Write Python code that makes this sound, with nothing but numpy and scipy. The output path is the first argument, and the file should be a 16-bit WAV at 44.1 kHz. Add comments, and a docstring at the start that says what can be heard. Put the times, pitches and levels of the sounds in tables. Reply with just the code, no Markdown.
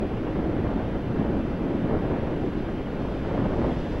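"""Gusty sea wind buffets a microphone at the water's edge on a flat sandy beach.
Each gust makes the rumble louder, brighter and more ragged. Small swirls of air (eddies) burst
on the microphone as tiny puffs, and large ones roll past with a hollow boom.
Behind the wind, rows of breaking waves merge into a steady roar, and a thin sheet of foam
fizzes up the sand. The microphone adds a faint hiss of its own."""
import sys
import numpy as np
from scipy import signal
from scipy.fft import rfft, irfft
from scipy.io import wavfile
from scipy.ndimage import uniform_filter1d

SR = 44100
rng = np.random.default_rng(int(sys.argv[2]) if len(sys.argv) > 2 else 0)


def generate_wav(sig):
    """Save sig (samples, or channels by samples) to the path in sys.argv[1] as 16-bit PCM at SR."""
    pcm = np.round(np.clip(np.atleast_2d(sig).T, -1, 1) * 32767).astype(np.int16)
    wavfile.write(sys.argv[1], SR, pcm)


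N = 176400  # 4 seconds

# wind strength at the microphone, relative to the strongest gust (time [s], level [dB])
GUSTS = [(0, -4.5), (.17, -6.5), (.36, -4), (.52, -4.5), (.62, -3), (.8, -3.8), (.9, -5.5), (1.02, -7),
         (1.12, -5), (1.24, -3), (1.34, -3), (1.48, -6), (1.58, -7), (1.7, -3), (1.81, -7.5), (1.92, -0.5),
         (2.03, -4), (2.13, -0.6), (2.21, -4.5), (2.29, -2.5), (2.37, -5.5), (2.45, -5), (2.52, -8),
         (2.6, -6.2), (2.75, -9), (2.92, -7), (3.03, -5), (3.17, -6.5), (3.33, -2), (3.46, -1.1),
         (3.55, -2.5), (3.63, 0), (3.71, -2.5), (3.77, -6.5), (4, -6)]
# tone of the wind's rumble in the strongest gust (frequency [Hz], relative level [dB])
RUMBLE_SPECTRUM = [(8, -18.5), (22, 2.5), (47, 2), (97, -3), (143, -1.5), (215, -1.5), (320, -1.5),
                   (460, -5.5), (600, -8), (775, -13), (1120, -21), (1830, -30), (3000, -46), (6000, -72.5)]
# tone of the breaking waves (frequency [Hz], relative level [dB])
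SURF_SPECTRUM = [(20, 4), (85, -1), (140, 3), (300, 3), (410, -4), (580, -9), (800, -14), (1150, -18),
                 (1500, -15.5), (2000, -19), (2550, -22), (3100, -24), (4000, -34), (5500, -44.5),
                 (7500, -58), (11000, -64)]
# loudness of the foam running up the sand (time [s], relative level [dB])
FOAM_LEVELS = [(0, -5.5), (2.2, -5.2), (2.55, -3.5), (2.85, -5.5), (3.05, -2), (3.5, -1.8), (3.75, 1),
               (4, 1)]
# tone of the foam's fizz (frequency [Hz], relative level [dB])
FOAM_SPECTRUM = [(500, -9.5), (1800, 1.7), (2550, 1.5), (2800, 2), (3400, 2), (4000, -3.5), (4700, -4.5),
                 (6200, -11.5), (8000, -20.5), (14000, -36.5)]
# tone of the microphone's hiss (frequency [Hz], relative level [dB])
HISS_SPECTRUM = [(100, -3), (7000, -2), (9000, 3), (11000, 4.5), (13500, 2.5), (15700, -2.5)]
# large eddies rolling past (peak time [s], length [s], peak pitch [Hz], peak level [dB])
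BOOMS = [(.04, 0.045, 277, -27), (0.484, .14, 305, -29.5), (0.76, 0.038, 230, -28),
         (1.098, 0.047, 139, -28), (1.2, 0.032, 237, -24), (1.387, 0.17, 272, -29.5),
         (1.752, .24, 268, -28), (1.958, 0.031, 365, -27), (2.461, 0.068, 294, -27),
         (2.575, .04, 310, -29.5), (3.442, 0.086, 205, -27), (3.7, 0.033, 307, -25)]


def amp(db):
    """Turns decibels into a number to multiply a sound by."""
    return 10 ** (np.asarray(db) / 20)


def unit(x):
    """Scales a signal so that its typical size (rms) is one."""
    return x / np.sqrt(np.mean(x ** 2) + 1e-20)


def at_time(points, t):
    """Reads a table at the times t, joining its points with straight lines."""
    return np.interp(t, *np.transpose(points))


def at_hz(points, hz):
    """Reads a spectrum table in dB, joining its points on a log-frequency axis."""
    table_hz, db = np.transpose(points)
    return np.interp(np.log(hz + 1), np.log(table_hz + 1), db)


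def grid(size):
    """Times (a column) and frequencies (a row) for overlapping slices of `size` samples."""
    hop = size // 4
    return np.arange(N // hop + 6)[:, None] * hop / SR, np.fft.rfftfreq(size, 1 / SR)


def noise(gain):
    """Noise shaped by a gain for each time and frequency; all ones gives an rms of one."""
    size = 2 * (gain.shape[1] - 1)
    slices = gain * (rng.standard_normal(gain.shape) + 1j * rng.standard_normal(gain.shape))
    _, sound = signal.istft(slices.T, nperseg=size, noverlap=size * 3 // 4)
    return sound[:N] * np.sqrt(3 / size)


def wander(t, low_hz, top_hz):
    """A random wobble of typical size one, at rates from low_hz to top_hz."""
    rates = np.geomspace(low_hz, top_hz, num=40)
    return unit(sum(np.sin(2 * np.pi * (rate * t + rng.random())) for rate in rates))


def patches(t, hz, slices, bands):
    """Random blotches of typical size one, about `slices` long and `bands` wide on the grid."""
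    speckle = rng.standard_normal((len(t), len(hz)))
    return unit(uniform_filter1d(uniform_filter1d(speckle, slices, axis=0), bands, axis=1))


def bell(t, centre, length):
    """A smooth rise and fall of height one."""
    return np.exp(-2 * ((t - centre) / length) ** 2)


def spread(make, width_db):
    """Makes stereo from a shared sound plus a weaker one, added left and subtracted right."""
    width = amp(width_db)
    return (make() + np.array([[1], [-1]]) * width * make()) / np.sqrt(1 + width ** 2)


def wind_rumble(level_db=-23.5, flutter_db=1.0, flutter_octaves=0.077, octaves_per_db=0.0253):
    """Swirling air hits the microphone; stronger wind sheds smaller, faster eddies and sounds brighter."""
    t, hz = grid(size=1024)
    gust_db = at_time(GUSTS, t)
    flutter = wander(t, low_hz=7, top_hz=39.97)
    stretch = 2 ** (octaves_per_db * gust_db + flutter_octaves * flutter)
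    tone = amp(at_hz(RUMBLE_SPECTRUM, hz / stretch))
    tone /= np.sqrt(np.mean(tone ** 2, axis=1, keepdims=True))  # brightness alone adds no level
    return noise(tone * amp(level_db + gust_db + flutter_db * flutter))


def small_eddies(per_second=300, puff_s=0.00023, level_db=-39, spread_db=4.5):
    """Small eddies burst on the microphone's opening as brief puffs that roughen the gusts."""
    sizes = amp(spread_db * np.minimum(rng.exponential(1, N), 4))
    signs = rng.choice([-1, 1], N)
    bursts = sizes * signs * (rng.random(N) < per_second / SR)
    puff_time = np.arange(-256, 256) / SR / puff_s
    puff = np.tanh(puff_time) / np.cosh(puff_time)  # one rounded pull and push of pressure
    puffs = unit(signal.oaconvolve(bursts, puff)[:N])
    gust_db = at_time(GUSTS, np.arange(N) / SR)
    return puffs * amp(level_db + 1.84 * gust_db)  # puffs grow faster than the wind's rumble


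def breaking_waves(level_db=-34, churn_db=1.5):
    """White water from many waves merges into one roar, churning in patches."""
    t, hz = grid(size=1024)
    churn = churn_db * patches(t, hz, slices=12, bands=7)
    tone = unit(amp(at_hz(SURF_SPECTRUM, hz)))
    return noise(tone * amp(level_db + churn))


def foam(level_db=-53.5, froth_db=1):
    """Foam slides up the sand: a fine, patchy fizz that grows as it comes nearer."""
    t, hz = grid(size=512)
    froth = froth_db * patches(t, hz, slices=16, bands=4)
    tone = unit(amp(at_hz(FOAM_SPECTRUM, hz)))
    return noise(tone * amp(level_db + at_time(FOAM_LEVELS, t) + froth))


def microphone_hiss(level_db=-72.5):
    """The faint, steady noise that the microphone makes by itself."""
    tone = amp(at_hz(HISS_SPECTRUM, np.fft.rfftfreq(N, 1 / SR)))
    white = rfft(rng.standard_normal(N))
    return amp(level_db) * unit(irfft(white * tone, N))


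def booms(width_octaves=0.29, rise_octaves=0.12, steady_s=0.04):
    """Each large eddy swells and fades as a narrow band of rumble, highest in pitch at its peak."""
    t, hz = grid(size=1024)
    now, out = np.arange(N) / SR, np.zeros(N)
    for centre, length, pitch_hz, db in BOOMS:
        sag = rise_octaves * (1 - bell(t, centre, length))
        octaves_away = np.log2((hz + 1) / pitch_hz) + sag
        band = noise(np.exp(-0.5 * (octaves_away / width_octaves) ** 2))
        power = uniform_filter1d(band ** 2, round(steady_s * SR))
        steady_band = band / np.sqrt(abs(power) + 1e-20)  # evens out the noise's own swells
        out += amp(db) * bell(now, centre, length) * steady_band
    return out


def scene():
    """Wind and waves sit in the centre; a slight stereo spread widens the high fizz."""
    wind = wind_rumble() + booms() + small_eddies()
    return wind + breaking_waves() + spread(foam, width_db=-13)


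def record(dry, left_delay_s=0.0000195, mono_below_hz=610, top_hz=15700):
    """Adds hiss, delays the left channel by a hair, centres the bass and cuts the highest treble."""
    hz = np.fft.rfftfreq(N, 1 / SR)
    left, right = rfft(dry + spread(microphone_hiss, width_db=-1.5))
    left = left * np.exp(-2j * np.pi * hz * left_delay_s)
    above_bass = 1 - np.exp(-(hz / mono_below_hz) ** 4)
    mid = irfft((left + right) / 2, N)  # what both channels share
    side = irfft(above_bass * (left - right) / 2, N)  # what makes the sound wide
    stereo = np.array([mid + side, mid - side])
    low_pass = signal.firwin(401, top_hz, window=("kaiser", 9), fs=SR)
    return signal.oaconvolve(stereo, low_pass[None], "same", axes=1)


dry = scene()
out = record(dry)
generate_wav(out)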